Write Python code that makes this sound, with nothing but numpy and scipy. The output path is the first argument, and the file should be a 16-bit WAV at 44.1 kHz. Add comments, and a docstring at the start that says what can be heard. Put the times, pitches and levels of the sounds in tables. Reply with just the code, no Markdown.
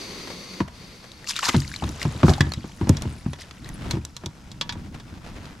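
"""A small hooked fish thrashes in a still lake and is swung aboard an inflatable boat.
Its splashes and drips are tiny ringing air bubbles mixed with fine spray, and one tail slap thumps
the water. Fish and rod thump the boat, denting the rubber and making the air tubes ring. The tackle
clicks, the steel lure tinkles, and all these sounds echo briefly inside the boat. Underneath, a thin
hiss fades away while the angler's sleeves rustle and the hull rumbles."""
import sys
import numpy as np
from scipy import signal
from scipy.fft import rfft, irfft, next_fast_len
from scipy.io import wavfile
from scipy.ndimage import map_coordinates

SR = 44100
rng = np.random.default_rng(int(sys.argv[2]) if len(sys.argv) > 2 else 0)


def bounce(signal):
    """Save signal as a 16-bit WAV file at the path given by the first command-line argument."""
    frames = np.transpose(np.atleast_2d(signal))
    limited = np.clip(frames, -1, 1)
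    pcm = np.round(limited * 32767).astype(np.int16)
    wavfile.write(sys.argv[1], SR, pcm)


N = 246959

# Tone of the thin hiss: pitch_hz, level_db
HISS_TONE = [(59, -42.5), (110, -29), (170, -18), (345, -5.5), (535, -5), (720, -14), (1100, -6.5),
             (1530, -13.5), (2130, -5), (3000, -10), (4600, -6), (6900, -18.5), (12200, -24), (15000, -41)]
# A hum and a whine within the hiss: pitch_hz, width_hz, level_db
WHINE_PEAKS = [(173.4, 23, 16), (2084, 40, -10.5), (3820, 120, -11), (4470, 67, -1), (4740, 32, -2),
               (6130, 400, -4)]
# Tone of the quiet air over the lake: pitch_hz, level_db
AIR_TONE = [(120, 10.5), (200, 10), (407, -51), (858, -109.5), (1330, 1), (2900, -48), (5010, -8.5),
            (11400, -25), (13200, -23), (15500, -88)]
# The angler shifts his weight: peak_s, half_length_s, rumble_db, rustle_db
WEIGHT_SHIFTS = [(.15, 0.16, -50, -48.5), (1.873, 0.059, -33.5, -41.5), (2.06, 0.095, -42.5, -35.5),
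                 (2.298, 0.13, -38, -37), (2.97, 0.19, -38.5, -41), (3.784, 0.19, -35.5, -45.5),
                 (3.905, 0.069, -29.5, -35.5), (4.805, 0.34, -38.5, -52), (5.34, 0.25, -39.5, -44)]
# Tone of the rumbling hull: pitch_hz, level_db
HULL_TONE = [(20, -0.5), (40, 6), (75, 3.5), (150, 3.5), (230, 1), (340, -7.5), (480, -40), (900, -50)]
# Tone of rubbing sleeves: pitch_hz, level_db
CLOTH_TONE = [(200, 4.5), (500, 2.5), (1000, 0), (2000, -3.5), (4000, -9), (8000, -19), (13000, -28),
              (15000, -70)]
# Quick brushes of cloth: start_s, level_db
CLOTH_BRUSHES = [(0.272, -22.5), (0.3, -21), (0.677, -26.5), (1.04, -33.5), (3.386, -29), (3.903, -23),
                 (3.95, -38), (3.975, -51), (4.942, -31.5), (5.242, -33), (5.262, -37), (5.471, -43)]
# Low thumps: blows on the boat, and one slap of the tail on the water (at 1.487 s):
# start_s, level_db, final_pitch_hz, hardness_db, ring_db
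LOW_THUMPS = [(0.604, -13, 185, -16, -1.5), (1.487, -21.5, 257, -9.5, -17), (1.543, -5.5, 205, -27.5, -5),
              (1.562, -3.5, 128, -45, -4.5), (1.823, -23.5, 164, -12, 7.5), (1.837, -25, 225, -13, 11.5),
              (1.887, -23, 180, -26, 3.5), (2.052, -12, 139.5, -26.5, 3.5), (2.149, -26, 125, -24, 6.5),
              (2.231, -4.5, 171, -20, 4), (2.243, -1, 145, -37, -15), (2.282, -5, 169, -21, 0),
              (2.293, -7, 71, -27, -8), (2.406, -12.5, 126, -19, 8), (2.467, -20.5, 77.5, -20.5, -0.5),
              (2.573, -19.5, 74, -53, 0), (2.642, -21.5, 203, -22.5, -3), (2.812, -14, 155, -24.5, 7.5),
              (2.83, -16, 136, -35, 2), (2.871, -21, 131, -18.5, 8.5), (2.894, 2, 91, -38.5, -7),
              (3.053, -19, 151, -28.5, 7), (3.261, -17, 187, -26, 5), (3.86, -27, 67, -19.5, -2),
              (3.935, -14.5, 98, -28, -1), (3.969, -14.5, 135, -30, -4), (4.237, -24, 171, -21.5, -9),
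              (4.262, -21.5, 82, -27, -4), (4.754, -24, 138, -26, 1.5), (5.122, -27, 75, -39, 1)]
# Notes of the air tubes: pitch_hz, level_db, fade_s (every fade_s is the time to fall by 60 dB)
TUBE_NOTES = [(54.7, -6, 0.31), (75, -2, 0.46), (91.4, 2.5, 0.21), (116.3, 2.5, 0.2), (142.4, 2.5, 0.28),
              (153.7, 1.5, 0.16), (190.3, 3.5, 0.14), (233.8, -2.5, 0.22), (255, -6, 0.15),
              (285, -10, 0.26), (327, -3, 0.11), (394, -29, 0.21)]
# Notes of the tight rubber skin: pitch_hz, level_db, fade_s
SKIN_NOTES = [(265, -9.5, 0.19), (315.3, 11.5, 0.064), (344, -1, 0.11), (368, 11, 0.042), (392, -1.5, 0.07),
              (521, 1.5, 0.041), (598, -10.5, 0.076), (717, -16, 0.063)]
# Tone of the knock in each thump: pitch_hz, level_db
KNOCK_TONE = [(200, 1), (400, -5), (700, -0.5), (950, 3), (1400, -6), (2200, -13), (4000, -20.5),
              (9000, -37), (14000, -73)]
# How long echoes last inside the boat: pitch_hz, fade_s
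ECHO_FADES = [(200, 0.024), (1000, 0.55), (4000, 0.12), (12000, 0.084)]
# Single drops and large bubbles: start_s, level_db, pitch_hz
WATER_DROPS = [(1.1175, -24, 3750), (1.2435, -26, 1860), (1.272, -19.5, 2680), (1.3075, -7.5, 4950),
               (1.357, -19, 2650), (1.3644, -8, 3700), (1.3913, -13, 1340), (1.4302, -12, 1090),
               (1.4545, -8, 4480), (1.458, -14, 1720), (1.4672, -17, 920), (1.486, -6.5, 1054),
               (1.4895, -6, 1220), (1.4935, -8, 2090), (1.5645, -13, 3930), (1.603, -14, 4730),
               (1.6787, -18.5, 4430), (1.716, -22, 1626), (1.7398, -17, 2230), (1.762, -13, 3960),
               (1.84, -18, 3640), (2.0163, -14.5, 2030), (2.2675, -15, 1370), (2.297, -12, 686),
               (2.381, -18.5, 800), (3.6451, -25.5, 3950), (3.66, -28, 1880)]
# Sheets of thrown water: peak_s, level_db, rise_s, fall_s, bubble_pitch_hz, spray_db
TAIL_SPLASHES = [(1.299, -29.5, 0.022, 0.016, 4860, 0), (1.308, -26.5, 0.0016, .003, 3430, -12),
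                 (1.372, -31, .012, 0.01, 3440, -5), (1.391, -28, 0.0025, 0.0036, 2020, 6),
                 (1.432, -27, 0.0056, 0.013, 2010, -5), (1.455, -32.5, .012, 0.019, 2900, 7.5),
                 (1.491, -23.5, 0.011, 0.0092, 2690, 1), (1.548, -27.5, 0.014, 0.0085, 1580, -28),
                 (2.021, -38, 0.021, 0.016, 3170, 0.5), (2.306, -31, 0.042, 0.022, 700, -2),
                 (3.414, -40, 0.012, 0.015, 4120, -6.5)]
# Tone of fine spray: pitch_hz, level_db
SPRAY_TONE = [(400, -51), (1000, 9.5), (2500, -1.5), (4800, 8.5), (7300, 7), (9000, -3), (12500, -6),
              (15000, -34)]
# Clicks of rod, reel and lure: start_s, level_db, note_hz, note_db, dull_db, bright_db, rod_ring_db
TACKLE_HITS = [(1.891, -20, 3900, -17, -35, -16, -35), (2.0288, -11.5, 2830, -11, -26, -16, -38),
               (2.294, -12.5, 1590, -20, -25, -31, -25), (2.3355, -16, 3660, -3.5, -9, -18, -18),
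               (2.4069, -7.5, 1735, 1, -11, -18, -17), (2.4106, -14, 1950, 1.5, -8, -22, -28),
               (2.5195, -16, 4260, -4, -4, -16, -31), (2.5366, -16.5, 3900, -4, -6, -14, -24),
               (2.893, -6.5, 6950, -15.5, -2, -2, -31), (2.969, -19, 5700, -8, -22, -23, -20),
               (3.021, -14, 4300, -18, -7, -8, -35), (3.3327, -19.5, 1940, -10.5, 9, -13, -20),
               (3.51, -24, 1360, -14, -10, -26, -25), (3.69, -22, 1900, -9.5, 11, 5, -33),
               (3.9098, -13.5, 4180, 0, -8, -10, -16), (4.0504, -15.5, 3970, -14.5, -7, -2, -31),
               (4.1655, -19.5, 4100, -8, -15, -15, -21), (4.2598, -18, 3700, -8, -14, -16, -21.5),
               (4.5154, -29.5, 3300, -8, -20, -15, -15.5), (4.6114, -9.5, 3270, -11, -11.5, -24.5, -14.5),
               (4.6926, -14.5, 3340, -14, -15.5, -32, -11.5), (4.7237, -23, 3190, -10, 4, -13, -12),
               (4.999, -31, 3750, -15, 2, -13, -13.5), (5.455, -32.5, 4500, -18, -14, -23, -17)]
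# Notes of the rod and reel: pitch_hz, level_db, fade_s
ROD_NOTES = [(880, -11, 0.15), (956, -3, 0.16), (1125, -8, 0.14), (1470, -1.5, 0.046), (1720, -1.5, 0.071),
             (2246, -3.5, 0.052), (3385, 5.5, 0.061), (3780, 2, 0.064), (4300, -2, 0.017),
             (4900, -59, 0.014)]
# Tone of the crack in each click: pitch_hz, level_db
CRACK_TONE = [(400, 0), (900, -1), (2000, -2.5), (4500, -1.5), (7000, 7), (9000, 0), (12500, -4.5),
              (16000, -41)]
# The steel lure taps its rings: start_s, level_db, pitch_hz
LURE_TAPS = [(2.3124, -38, 11100), (2.5381, -42, 7860), (3.124, -35, 8120), (3.4174, -37, 8100),
             (3.739, -31.5, 10380), (4.7234, -41, 8200)]
# How alike noise is in the two ears: pitch_hz, likeness (1 means the same)
EAR_LIKENESS = [(100, 0.96), (500, 0.84), (2000, 0.42), (5000, 0.66), (12000, 0.61)]


def amp(db):
    """Turn decibels into a number to multiply a sound by."""
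    return 10 ** (np.asarray(db) / 20)


def unit(x):
    """Scale a sound to an average power of 1."""
    return x / np.sqrt(np.mean(x ** 2) + 1e-20)


def fade(t, fade_s):
    """A curve that dies away, falling by 60 dB in fade_s."""
    return np.exp(-np.log(1000) * t / np.maximum(fade_s, 1e-4))


def along(points, hz):
    """Read a value off a curve drawn through (pitch_hz, value) points."""
    pitches, values = np.transpose(points)
    return np.interp(np.log(hz + 1), np.log(pitches + 1), values)


def wobble(turns_per_s):
    """A smooth curve that wanders at random."""
    return map_coordinates(rng.standard_normal(4096), [np.arange(N) * turns_per_s / SR], mode="wrap")


def filtered(x, gain_at):
    """Turn each pitch in a sound up or down by gain_at(hz)."""
    n = x.shape[-1]
    padded = next_fast_len(n + SR // 10)
    return irfft(rfft(x, padded) * gain_at(np.fft.rfftfreq(padded, 1 / SR)), padded)[..., :n]


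def noise(tone, n):
    """Stereo noise with the given tone: centred in the bass, wider in the treble."""
    def shape(hz):
        width = np.arccos(np.clip(along(EAR_LIKENESS, hz), -1, 1)) / 2
        return amp(along(tone, hz)) * np.array([np.cos(width), np.sin(width)])
    mid, side = filtered(rng.standard_normal((2, n)), shape)
    return unit(np.array([mid + side, mid - side]))


def add(track, start_s, sound):
    """Mix a sound into the track at start_s."""
    start = int(np.clip(round(start_s * SR), 0, N - 1))
    track[:, start:start + sound.shape[-1]] += sound[..., :N - start]


def placed(sound, left_db):
    """Make a sound left_db louder in the left ear than in the right."""
    return sound * amp(np.array([[left_db], [-left_db]]) / 2)


def aftermath(events, rise_s, fade_s):
    """A loudness curve that swells and dies away after each (start_s, level_db) event."""
    t = np.arange(N) / SR
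    ages = [(np.maximum(t - start_s, 0), db) for start_s, db in events]
    swells = [amp(db) * (1 - np.exp(-age / rise_s)) * fade(age, fade_s) for age, db in ages]
    return np.linalg.norm(swells, axis=0)


def thin_hiss(fade_db_per_s=8, dip_db=14, dip_s=0.074):
    """A fading hiss with a hum and a fuzzy whine; it dips at the first thump and comes back weaker."""
    def peaks(f):
        return sum(amp(db) * 1j * f * width / (hz ** 2 - f ** 2 + 1j * f * width)
                   for hz, width, db in WHINE_PEAKS)
    whine = unit(filtered(noise(HISS_TONE, N), peaks))
    t = np.arange(N) / SR
    since_thump = np.maximum(t - LOW_THUMPS[0][0], 0) / dip_s
    sunk = 1 - np.exp(-since_thump)
    dip = since_thump ** 2 * np.exp(1 - since_thump ** 2)
    level_db = -40 - fade_db_per_s * t - 2 * sunk - dip_db * dip + 0.7 * wobble(69.4)
    return amp(level_db) * (noise(HISS_TONE, N) + amp(1 - 4 * sunk) * whine)


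def lake_air():
    """The quiet air over the lake is a faint, steady noise."""
    return amp(-53) * noise(AIR_TONE, N)


def rumble_and_rustle(rest_rumble_db=-51, rest_rustle_db=-53, brush_rise_s=0.0044):
    """As the angler shifts, his sleeves rustle and the hull rumbles; it also rumbles after each thump."""
    t = np.arange(N) / SR
    rocking = aftermath([(start_s, db - 26.5) for start_s, db, *_ in LOW_THUMPS], 0.16, fade_s=0.93)
    rumble = np.hypot(amp(rest_rumble_db), rocking)  # hypot adds the powers of two sounds
    rustle = amp(rest_rustle_db)
    for peak_s, half_length_s, rumble_db, rustle_db in WEIGHT_SHIFTS:
        swell = np.exp(-((t - peak_s) / half_length_s) ** 2)
        rumble = np.hypot(rumble, amp(rumble_db) * swell)
        rustle = np.hypot(rustle, amp(rustle_db) * swell)
    brushes, age = np.zeros((2, N)), t[:SR // 5] / brush_rise_s
    for start_s, db in CLOTH_BRUSHES:
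        add(brushes, start_s, amp(db - 11) * age * np.exp(1 - age))
    cloth = unit(noise(CLOTH_TONE, N) * amp(2.2 * wobble(30) + 2.4 * wobble(400)))
    return rumble * noise(HULL_TONE, N) + (rustle + brushes) * cloth


def ring(notes, t, scatter_db=2.5):
    """A struck object rings with all its notes at once, in a slightly new mix each time."""
    hz, db, fade_s = np.transpose(notes)[:, :, None]
    size = amp(db + scatter_db * rng.standard_normal(hz.shape))
    phase = rng.uniform(0, 2 * np.pi, hz.shape)
    waves = size * fade(t, fade_s) * np.sin(2 * np.pi * hz * t + phase)
    return waves.sum(axis=0) * np.sqrt(2) / np.linalg.norm(size)


def low_thumps(sag_s=0.0039, body_rise_s=0.0031, skin_rise_s=0.0044, knock_rise_s=0.00013):
    """On the boat, dented rubber sags in pitch as skin and tubes ring; the tail slap is built alike."""
    out, t = np.zeros((2, N)), np.arange(SR // 2) / SR
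    for start_s, db, hz, hardness_db, ring_db in LOW_THUMPS:
        extra_hz = 270 * amp(db / 2)  # a stronger thump starts higher
        cycles = hz * t + extra_hz * sag_s * (1 - np.exp(-t / sag_s))
        thud = amp(-1) * np.sin(2 * np.pi * cycles) * fade(t, fade_s=0.084)
        tubes = amp(ring_db - 8) * ring(TUBE_NOTES, t)
        body = (thud + tubes) * (1 - np.exp(-t / body_rise_s))
        skin = amp(0.22 * hardness_db) * ring(SKIN_NOTES, t) * (1 - np.exp(-t / skin_rise_s))
        knock_shape = fade(t, fade_s=0.053) * (1 - np.exp(-t / knock_rise_s))
        knock = amp(hardness_db + 11) * noise(KNOCK_TONE, len(t)) * knock_shape
        add(out, start_s, amp(db) * (body + skin + knock))
    return out


def boat_echoes(sound):
    """Sound bounces between the tubes and the floor, giving each ear its own short echoes."""
    hz, t, bands = signal.stft(rng.standard_normal((2, SR // 3)), SR, nperseg=256)
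    tail = signal.istft(bands * fade(t, along(ECHO_FADES, hz)[:, None]), SR, nperseg=256)[1]
    echoes = signal.fftconvolve(sound, tail / np.linalg.norm(tail[0]), axes=1)[:, :N]
    return filtered(echoes, lambda f: amp(along([(200, -15), (900, -9.5)], f)))


def bubble(t, hz, cycles, climb):
    """A trapped air bubble rings for some cycles, its pitch climbing as it nears the surface."""
    age = np.minimum(t * hz / cycles, 1)
    wave = np.sin(2 * np.pi * hz * t * (1 + climb * age / 2))
    return wave * fade(t, cycles / hz) * (1 - np.exp(-2 * hz * t))


def bubble_cloud(times, centre_hz, spread, cycles, size_db, climb):
    """Many bubbles ring, each with its own pitch, size and place between the ears."""
    t = np.arange(SR // 50) / SR
    pitch, life, pan = rng.standard_normal((3, len(times), 1))
    hz = np.clip(centre_hz * np.exp(spread * pitch), 600, 10000)
    size = amp(size_db * np.minimum(rng.exponential(size=hz.shape), 2.5))
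    pings = size * bubble(t, hz, np.minimum(cycles * np.exp(life / 2), hz * t[-1]), climb)
    samples = np.clip(times * SR, 0, N).astype(int)[:, None] + np.arange(len(t))
    ears = [pings * amp(side * 0.67 * pan) for side in (1, -1)]
    return np.array([np.bincount(samples.ravel(), ear.ravel(), N)[:N] for ear in ears])


def drips(bubble_count=2600, drying_db_per_s=7):
    """Drops fall back on the lake and run off the lifted fish, a few large among many small."""
    out, t = np.zeros((2, N)), np.arange(SR // 20) / SR
    for start_s, db, hz in WATER_DROPS:
        tick = amp(-19) * noise(SPRAY_TONE, len(t)) * fade(t, fade_s=0.028)
        plink = amp(-3) * bubble(t, hz, cycles=25, climb=0.08)
        add(out, start_s, amp(db) * (plink + tick))
    surfaced_s = TAIL_SPLASHES[0][0]
    age = np.arange(N) / SR - surfaced_s
    runoff = amp(-40.5 - drying_db_per_s * age) * (age > 0)
    thrown = [(peak_s, db + spray_db - 7.5) for peak_s, db, *_, spray_db in TAIL_SPLASHES]
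    raining_back = aftermath(thrown, rise_s=0.018, fade_s=0.6)
    times = rng.uniform(surfaced_s, N / SR, bubble_count)
    patter = bubble_cloud(times, centre_hz=4200, spread=0.55, cycles=18, size_db=5.3, climb=0.15)
    trickle = amp(-4) * unit(patter) + amp(-7) * noise(SPRAY_TONE, N)
    return placed(out, left_db=3) + np.hypot(runoff, raining_back) * trickle


def fish_splashes(bubbles_each=80):
    """The tail throws sheets of water: bursts of chirping bubbles over fine spray of similar pitch."""
    out, t = np.zeros((2, N)), np.arange(N) / SR
    spray = noise(SPRAY_TONE, N) * amp(4.3 * wobble(600))
    for peak_s, db, rise_s, fall_s, hz, spray_db in TAIL_SPLASHES:
        swell = np.exp(-((t - peak_s) / np.where(t < peak_s, rise_s, fall_s)) ** 2)
        offset = rng.standard_normal(bubbles_each) * 0.58
        times = peak_s + offset * np.where(offset < 0, rise_s, fall_s)
        cloud = bubble_cloud(times, hz, spread=0.5, cycles=20, size_db=5, climb=0.5)
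        chirps = unit(cloud) * np.sqrt(np.mean(swell ** 2))
        fizz = unit(filtered(spray, lambda f: amp(along([(hz / 2, 0), (hz, 6), (hz * 2, 0)], f))))
        out += amp(db) * (chirps + amp(spray_db) * swell * fizz)
    return out


def tackle_clicks(rise_s=0.00064):
    """Hard parts meet: a bright snap dies into a duller crack while the struck part and the rod ring."""
    out, t = np.zeros((2, N)), np.arange(SR // 5) / SR
    hz, tone_db = np.transpose(CRACK_TONE)
    mean_rod_db = np.mean([rod_db for *_, rod_db in TACKLE_HITS])
    for start_s, db, note_hz, note_db, dull_db, bright_db, rod_db in TACKLE_HITS:
        tilt_db = along([(1300, dull_db), (4000, 0), (8000, bright_db), (13000, bright_db + 3.5)], hz)
        burst = amp(-10) * noise(np.transpose([hz, tone_db + tilt_db]), len(t))
        snap = amp(6) * burst * fade(t, fade_s=0.0057)
        dulled = filtered(burst, lambda f: amp(along([(5000, 0), (11000, -9)], f)))
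        crack_s = 0.03 * amp(0.62 * (rod_db - mean_rod_db))  # longer when the rod rings more
        crack = dulled * fade(t, crack_s)
        note = amp(note_db) * np.sin(2 * np.pi * note_hz * t) * fade(t, fade_s=0.019)
        rod = amp(rod_db) * ring(ROD_NOTES, t, scatter_db=2)
        add(out, start_s, amp(db) * (snap + crack + note + rod) * (1 - np.exp(-t / rise_s)))
    return placed(out, left_db=-2.5)


def lure_tinkles(fade_s=0.071, rise_s=0.00065, swing_start_s=3.05, swing_length_s=0.8):
    """The steel blade shimmers with two close notes, plus a weaker one below and above."""
    out, t = np.zeros((2, N)), np.arange(SR // 4) / SR
    # faint extra taps while the fish swings through the air
    jingles = [(swing_start_s + when * swing_length_s, -48 + 6 * size, 8900 * 2 ** ((pitch - 0.5) / 2))
               for when, size, pitch in rng.random((12, 3))]
    for start_s, db, hz in list(LURE_TAPS) + jingles:
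        close_notes = [(hz, 0, fade_s), (hz * 1.013, -4, fade_s)]
        weak_notes = [(hz * 0.79, -8, fade_s / 2), (hz * 1.19, -9, fade_s / 2)]
        blade = ring(close_notes + weak_notes, t)
        add(out, start_s, amp(db - 11) * blade * (1 - np.exp(-t / rise_s)))
    return out


def scene():
    """Thumps, tackle and water with their echoes, over the quiet background."""
    near = low_thumps() + tackle_clicks() + lure_tinkles() + fish_splashes() + drips()
    return near + amp(-8.5) * boat_echoes(near) + thin_hiss() + rumble_and_rustle() + lake_air()


def record(dry, left_lag_samples=0.45, top_hz=16000):
    """The left microphone hears a bit later and brighter; deep bass is trimmed and the very top cut."""
    side = np.array([[1], [-1]])
    def microphones(hz):
        delay = np.exp(-1j * np.pi * side * hz * left_lag_samples / SR)
        balance_db = side * along([(1000, 0.23), (5000, 1.26)], hz)
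        bass_db = along([(20, -5), (45, 0)], hz)
        return delay * amp(balance_db + bass_db) * (hz < top_hz)
    return filtered(dry, microphones)


dry = scene()
out = record(dry)
bounce(out)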